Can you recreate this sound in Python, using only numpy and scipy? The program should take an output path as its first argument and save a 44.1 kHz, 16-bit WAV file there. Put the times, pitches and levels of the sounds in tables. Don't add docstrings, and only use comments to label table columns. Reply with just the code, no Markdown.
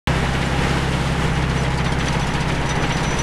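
import sys
import numpy as np
from scipy import signal
from scipy.fft import rfft, irfft, next_fast_len
from scipy.io import wavfile
from scipy.ndimage import uniform_filter1d, map_coordinates

SR = 44100
rng = np.random.default_rng(int(sys.argv[2]) if len(sys.argv) > 2 else 0)


def rack_gain(trim_db):
    fader = np.asarray(trim_db, float)
    return 10 ** (fader / 20)


def unload_wav(signal):
    wavfile.write(
        sys.argv[1],
        SR,
        np.round(np.clip(np.atleast_2d(signal).T, -1, 1) * 32767).astype(np.int16),
    )


N = 142002


def unit(x):
    return x / np.sqrt(np.mean(x ** 2) + 1e-20)


def curves(rows):
    s, *cols = np.transpose(rows)
    return [np.interp(np.arange(N) / SR, s, c) for c in cols]


def wobble(rate):
    s = np.arange(0, N + 64, 64)
    knots = rng.standard_normal(300)
    return np.interp(np.arange(N), s, map_coordinates(knots, [s * rate / SR]))


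def angle(rates, zero_s):
    turns = np.cumsum(curves(rates)[0]) / SR
    return 2 * np.pi * (turns - turns[round(zero_s * SR)])


def coloured(x, points, lifts=()):
    m = next_fast_len(N + 8192)
    hz = np.fft.rfftfreq(m, 1 / SR)
    f, db = np.transpose(points)
    bells = sum(lift_db / (1 + (2 * (hz - c) / w) ** 2) for c, w, lift_db in lifts)
    response = rack_gain(np.interp(np.log(hz + 1), np.log(f), db) + bells)
    return unit(irfft(rfft(x, m) * response, m)[:N])


def patchy(depth_db):
    z = signal.stft(rng.standard_normal(N), nperseg=512)[2]
    field = rng.standard_normal(z.shape)
    field = uniform_filter1d(uniform_filter1d(field, 8, 0), 8, 1)
    return signal.istft(z * rack_gain(depth_db * unit(field)), nperseg=512)[1][:N]


def narrow(hz, rate):
    a = 2 * np.pi * np.cumsum(hz + np.zeros(N)) / SR
    return unit(wobble(rate) * np.cos(a) + wobble(rate) * np.sin(a))


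def struck(rows):
    power = np.zeros(N + SR)
    t = np.arange(SR // 3) / SR
    for s, db, rise, hold, t60 in rows:
        decay = rack_gain(db - 60 * np.maximum(t - hold, 0) / t60)
        power[round(s * SR):][:len(t)] += (decay * (1 - np.exp(-t / rise))) ** 2
    return np.sqrt(power[:N])


def clatter(drive, low_hz, t60):
    rings_per_s = 1400
    start, pitch, size, life = rng.random((4, round(rings_per_s * N / SR)))
    at = (start * N).astype(int)
    t = np.arange(round(.7 * t60 * SR)) / SR
    tones = np.sin(2 * np.pi * (low_hz * 8 ** pitch)[:, None] * t)
    rings = tones * rack_gain(-60 * t / (t60 * (0.21 + life))[:, None])
    rings *= (drive[at] * rack_gain(11 * size ** 4))[:, None]
    return np.bincount((at[:, None] + np.arange(len(t))).ravel(), rings.ravel(), N + len(t))[:N]


# time in seconds, low sheet pitch in Hz, low sheet level in dB,
# high sheet level in dB.
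PANELS = [(.1, 818, -39, -50), (.7, 825, -36, -49), (.85, 804, -45, -49), (1.3, 813, -41, -44),
          (1.55, 800, -40, -52), (1.8, 850, -35, -40), (2.0, 848, -50, -46), (2.15, 836, -33, -36),
          (2.5, 840, -42, -41), (2.8, 823, -38, -40), (3.05, 830, -59, -38), (3.2, 830, -55, -38)]


def panels():
    high_hz, sways_per_s = 942, 48
    low_hz, low_db, high_db = curves(PANELS)
    return rack_gain(low_db) * narrow(low_hz, sways_per_s) + rack_gain(high_db) * narrow(high_hz, sways_per_s)


# start in seconds, peak level in dB, singing time in seconds, T60 in seconds.
PIN = [(1.299, -40, .01, .1), (1.33, -43, .035, .08), (1.716, -54, 0.0082, .08), (2.136, -39, .012, .06),
       (2.267, -52, .02, .08), (2.405, -40, .01, .08), (2.577, -42, 0.0086, .06), (2.664, -42, .02, .08),
       (3.077, -31, .006, .06), (1.574, -34, .03, .1), (1.783, -43, .03, .1), (1.865, -35, .005, .14),
       (1.993, -38, 0.052, .1), (2.083, -20.5, 0.0033, 0.02), (2.208, -35, 0.018, .1),
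       (2.335, -52, 0.023, .15), (2.491, -47, .01, .1), (2.596, -41, 0.0081, .1),
       (2.692, -23.5, 0.0078, 0.12), (2.844, -45, .01, .1), (2.923, -28, 0.008, 0.05),
       (2.94, -37, .02, .06), (3.047, -29.5, 0.09, 0.04), (3.139, -26, .005, 0.037),
       (3.187, -19.5, 0.0054, 0.16)]
# start in seconds, pitch in Hz, peak level in dB, T60 in seconds.
PINGS = [(.45, 7250, -38, .1), (.46, 8800, -41, 0.086), (.61, 8940, -43, .08), (.705, 4630, -42, .06),
         (1.12, 8800, -40, .06), (1.33, 9920, -45, 0.11), (1.782, 4700, -32, .03), (1.778, 10100, -59, .1),
         (1.053, 8850, -43, .05), (1.268, 8800, -44, .06), (1.276, 7700, -43, .06), (1.492, 8800, -46, .04),
         (1.562, 8900, -45, 0.061), (1.575, 7700, -48, .05), (1.702, 8800, -50, 0.062),
         (2.058, 11200, -43, 0.067), (2.424, 8700, -46, 0.06), (2.487, 8800, -46, .06),
         (2.545, 8800, -47, .06), (2.548, 11200, -52, .06), (2.596, 9920, -48, .12),
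         (2.703, 3710, -28, 0.085), (2.838, 3470, -36, .06), (1.923, 3210, -28, .06),
         (2.232, 3380, -29, .04), (1.918, 8750, -42, 0.072), (1.995, 7700, -42, .1),
         (2.085, 4560, -31, 0.044), (2.697, 8900, -38, 0.042), (2.825, 10900, -48, .06),
         (2.867, 7700, -40, .07), (2.93, 14240, -67, .2), (3.082, 9800, -49, .1), (3.162, 8850, -43, 0.068),
         (3.188, 9920, -31.5, 0.037), (3.188, 11100, -45, .08), (3.188, 7700, -41, 0.068),
         (3.188, 14240, -56, .15)]
PITCH_DRIFT = .75


def small_parts():
    pin_hz, hum_db = 5941, -54
    t = np.arange(N) / SR
    near_db = curves(WALK)[4]
    sings = struck([(s, db - 5.5, .0007, hold, t60) for s, db, hold, t60 in PIN])
    sings += rack_gain(hum_db + near_db + 7.4 * wobble(25))
    drift = PITCH_DRIFT * (wobble(30.03) + wobble(90))
    pin = sings * rack_gain(3.5 * np.tanh(wobble(90))) * np.sin(2 * np.pi * pin_hz * t + drift)
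    pin += sings * rack_gain(-17) * narrow(pin_hz, 90)
    cracks = struck([(s, db - 7, .0007, 0, .04) for s, db, hold, t60 in PIN])
    cracks = cracks * coloured(rng.standard_normal(N), MESH)
    pings = sum(struck([(s, db, .001, .005, t60)]) * np.sin(2 * np.pi * hz * t + PITCH_DRIFT * wobble(90))
                for s, hz, db, t60 in PINGS)
    return pin + cracks + pings


# time in seconds, throws per second.
SHAKE = [(.1, 13.4), (.7, 13.5), (1.65, 14), (2.5, 14.3), (3.2, 14.4)]
# multiple of the throw rate, level in dB rms.
SHAKE_ORDERS = [(1, -31), (2, -47), (3, -41), (4, -42)]


def box_pump():
    near_db = curves(WALK)[4]
    a = angle(SHAKE, zero_s=1.63)
    return sum(rack_gain(db + 3 + .3 * k * near_db + .3 * k * wobble(1.5)) * np.cos(k * a) for k, db in SHAKE_ORDERS)


# start in seconds, peak level in dB.
FAR_RATTLES = [(0.2433, -31.5), (0.3277, -30), (0.4094, -26), (0.5654, -30), (0.6154, -29.5), (0.6914, -27),
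               (0.7744, -33), (0.9144, -27), (1.0524, -31), (1.2052, -30.5), (1.2744, -31), (1.3494, -28.5),
               (1.4194, -29), (1.4934, -26.5), (1.5484, -29.5)]
# start in seconds, peak level in dB, frame level over it in dB.
RATTLES = [(1.6344, -34, 5.5), (1.7037, -32, 1), (1.7381, -32.5, -13), (1.7743, -30, 4.5),
           (1.844, -29, 4.5), (1.9198, -29.5, -8), (1.987, -32.5, 9.5), (2.0572, -29, 5),
           (2.1256, -27.5, -1), (2.195, -30, 0.5), (2.267, -29, -0.5), (2.3359, -29, 3.5), (2.4037, -28, 0),
           (2.4435, -52, -2), (2.4797, -31, 7), (2.545, -31.5, 4.5), (2.6124, -36, 7), (2.657, -32.5, -7),
           (2.6905, -29, 4.5), (2.7533, -31.5, -2), (2.8235, -32, 8), (2.893, -32.5, 11),
           (2.9673, -29.5, 1.5), (3.031, -27, 1), (3.106, -29.5, 0), (3.138, -46, 0), (3.1705, -31, 5.5)]
# start in seconds, peak level in dB.
TAPS = [(1.1765, -38), (1.6785, -37), (1.8182, -41), (2.0276, -36), (2.2403, -35), (2.3076, -37),
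        (2.4978, -36), (2.52, -33), (2.8718, -37), (2.9203, -35), (3.003, -36)]
# frequency in Hz, density in dB per Hz.
MESH = [(1500, -40), (3500, 6), (5000, 4.5), (8000, -3), (10500, -4.5), (12500, -26), (16000, -43)]
# frequency in Hz, density in dB per Hz.
FRAME = [(500, -29), (1200, -4.5), (2000, -2), (3200, -6), (4500, -13.5), (7000, -61)]


def rattles():
    mesh_db, frame_lag_s = -5.5, 0.0088
    near_db = curves(WALK)[4]
    hits = [(s, db - 5.5, 5) for s, db in FAR_RATTLES] + list(RATTLES)
    blows = [(s, db + mesh_db, 0.002, .006, 0.13) for s, db, frame_db in hits]
    snaps = [(s, db - 3, .0004, .001, 0.017) for s, db, frame_db in RATTLES]
    taps = [(s, db + mesh_db, .0006, .004, 0.05) for s, db in TAPS]
    mesh = struck(blows + snaps + taps)
    frame = struck([(s + frame_lag_s, db + frame_db - 1, 0.0052, .012, 0.12) for s, db, frame_db in hits])

    grit = patchy(depth_db=1.5) * rack_gain(2.3 * unit(uniform_filter1d(rng.standard_normal(N), size=40)))
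    wires = clatter(unit(mesh) + 0.46 * rack_gain(.5 * near_db), low_hz=1516, t60=.012)
    wires = coloured(wires, [(1200, -27), (2500, -4.5), (6000, -3.0), (11000, -17.5), (16000, -40)])
    knocks = clatter(unit(frame) + 1.8, low_hz=448.3, t60=.06)
    ringing = mesh * coloured(grit, MESH) + frame * coloured(patchy(depth_db=-0.5), FRAME)
    return ringing + rack_gain(-37) * unit(knocks) + rack_gain(-46.5) * wires


# frequency in Hz, density in dB per Hz.
ROAR = [(30, -8), (50, -8), (80, -17), (150, -8.5), (240, -8.5), (380, -11), (900, -14.5), (2000, -16.5)]
# centre in Hz, width in Hz, lift in dB.
CASING = [(294, 14, 4), (458, 32, 2), (816, 79, 4), (946, 54, 4), (1990, 760, 1), (2890, 30, 4.5)]
# frequency in Hz, density in dB per Hz.
HISS = [(1200, -17), (2800, 0), (4000, -6), (6000, -10.5), (10000, -17), (12000, -26), (14500, -42),
        (16000, -56)]


def casing_and_fan():
    _, _, roar_db, fan_db, _ = curves(WALK)
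    a = angle(CYCLE, STRONG_FIRING_S)
    swing_db = 0.49 * wobble(5.17) + .5 * wobble(24.99) + 0.53 * np.cos(4 * a) + 0.28 * np.cos(a)
    roar = coloured(patchy(depth_db=0.5), list(ROAR) + [(4500, -36.5), (9000, -64)], CASING)
    hiss = coloured(patchy(depth_db=0.53), [(300, -60)] + list(HISS), CASING)
    hiss_db = -34.5 + fan_db + 0.99 * wobble(17.0)
    return rack_gain(swing_db) * (rack_gain(-24.5 + roar_db) * roar + rack_gain(hiss_db) * hiss)


# time in seconds, cycles per second.
CYCLE = [(.1, 16.54), (.6, 16.65), (.85, 16.73), (1.08, 16.46), (1.25, 16.31), (1.5, 16.46), (3.2, 16.46)]
STRONG_FIRING_S = 1.6222
# multiple of the cycle rate, level in dB rms, unsteadiness in dB.
EXHAUST = [(2, -43, 2), (4, -27, .4), (6, -44, 1.5), (7, -46, 2), (8, -26, .8), (9, -33, 1.4),
           (10, -29, 1.5), (11, -36, 1.5), (12, -41, 2), (13, -44, 2), (14, -41, 1.5), (15, -40, 1.2),
           (20, -45, 2), (22, -45, 2), (24, -44, 2), (28, -45, 2), (30, -46, 2)]
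# time in seconds, firing note in dB, pipe note in dB, casing roar in dB,
# fan in dB, screen nearness in dB.
WALK = [
    (.1, 1, 0.5, 1, 1, -19),
    (.5, 1, 0, 0.5, 0, -14),
    (.85, 0, 2, 0.5, 1, -16),
    (1.1, 1, 0.5, 0.5, 0.5, -19),
    (1.5, 1, 1.5, -0.5, -3, -19),
    (1.9, 0.5, 0, 0.5, -2.5, -12),
    (2.3, -2, -1.5, -1, -2.5, 1),
    (2.8, -3, -1, 2, -3.5, 3.5),
    (3.2, -3, -2, 0.5, -0.5, 1.5),
]
# time in seconds, level in dB.
UNEVEN = [(.1, -6), (1.2, -0.5), (1.5, -2), (2.4, 4), (2.85, 2), (3.2, 1)]


def exhaust():
    pipe_order, pipe_width, pipe_turn = 10.7, .9, 2.0
    firing_db, pipe_db, *_ = curves(WALK)
    uneven_db, = curves(UNEVEN)
    a = angle(CYCLE, STRONG_FIRING_S)
    notes = np.zeros(N)
    for k, db, loose_db in EXHAUST:
        level_db = db + 3 + (firing_db if k == 4 else pipe_db)
        level_db = level_db + (k in (9, 12, 13)) * uneven_db + loose_db * np.tanh(wobble(4))
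        off = pipe_order - k
        phase = pipe_turn * pipe_width * off / (pipe_width ** 2 + off ** 2)
        phase = phase + 0.21 * loose_db * wobble(2.8) + (k > 15) * rng.uniform(0, 7.4)
        notes -= rack_gain(level_db) * np.cos(k * a + phase)
    return notes


def scene():
    return (panels() + small_parts() + box_pump() + rattles() + casing_and_fan() + exhaust())[None]


def low_pass(x):
    return signal.sosfilt(signal.butter(12, 16500, fs=SR, output="sos"), x)


def record(dry):
    start_s, settle_db, settle_s, top_hz = .0723, 5.5, 0.049, 15250
    t = np.arange(N) / SR - start_s
    x = dry * (t > 0) * rack_gain(settle_db * np.exp(-np.abs(t) / settle_s))
    x = signal.sosfilt(signal.ellip(10, .5, 40, top_hz, fs=SR, output="sos"), x)
    click = (t > 0) * rack_gain(-24 - 60 * np.abs(t) / 0.0022) * rng.standard_normal(N)
    jolt = (t > 0) * rack_gain(-16.5 - 60 * np.abs(t) / 0.028) * coloured(rng.standard_normal(N), FRAME)
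    return low_pass(x + click + jolt)


dry = scene()
out = record(dry)
unload_wav(out)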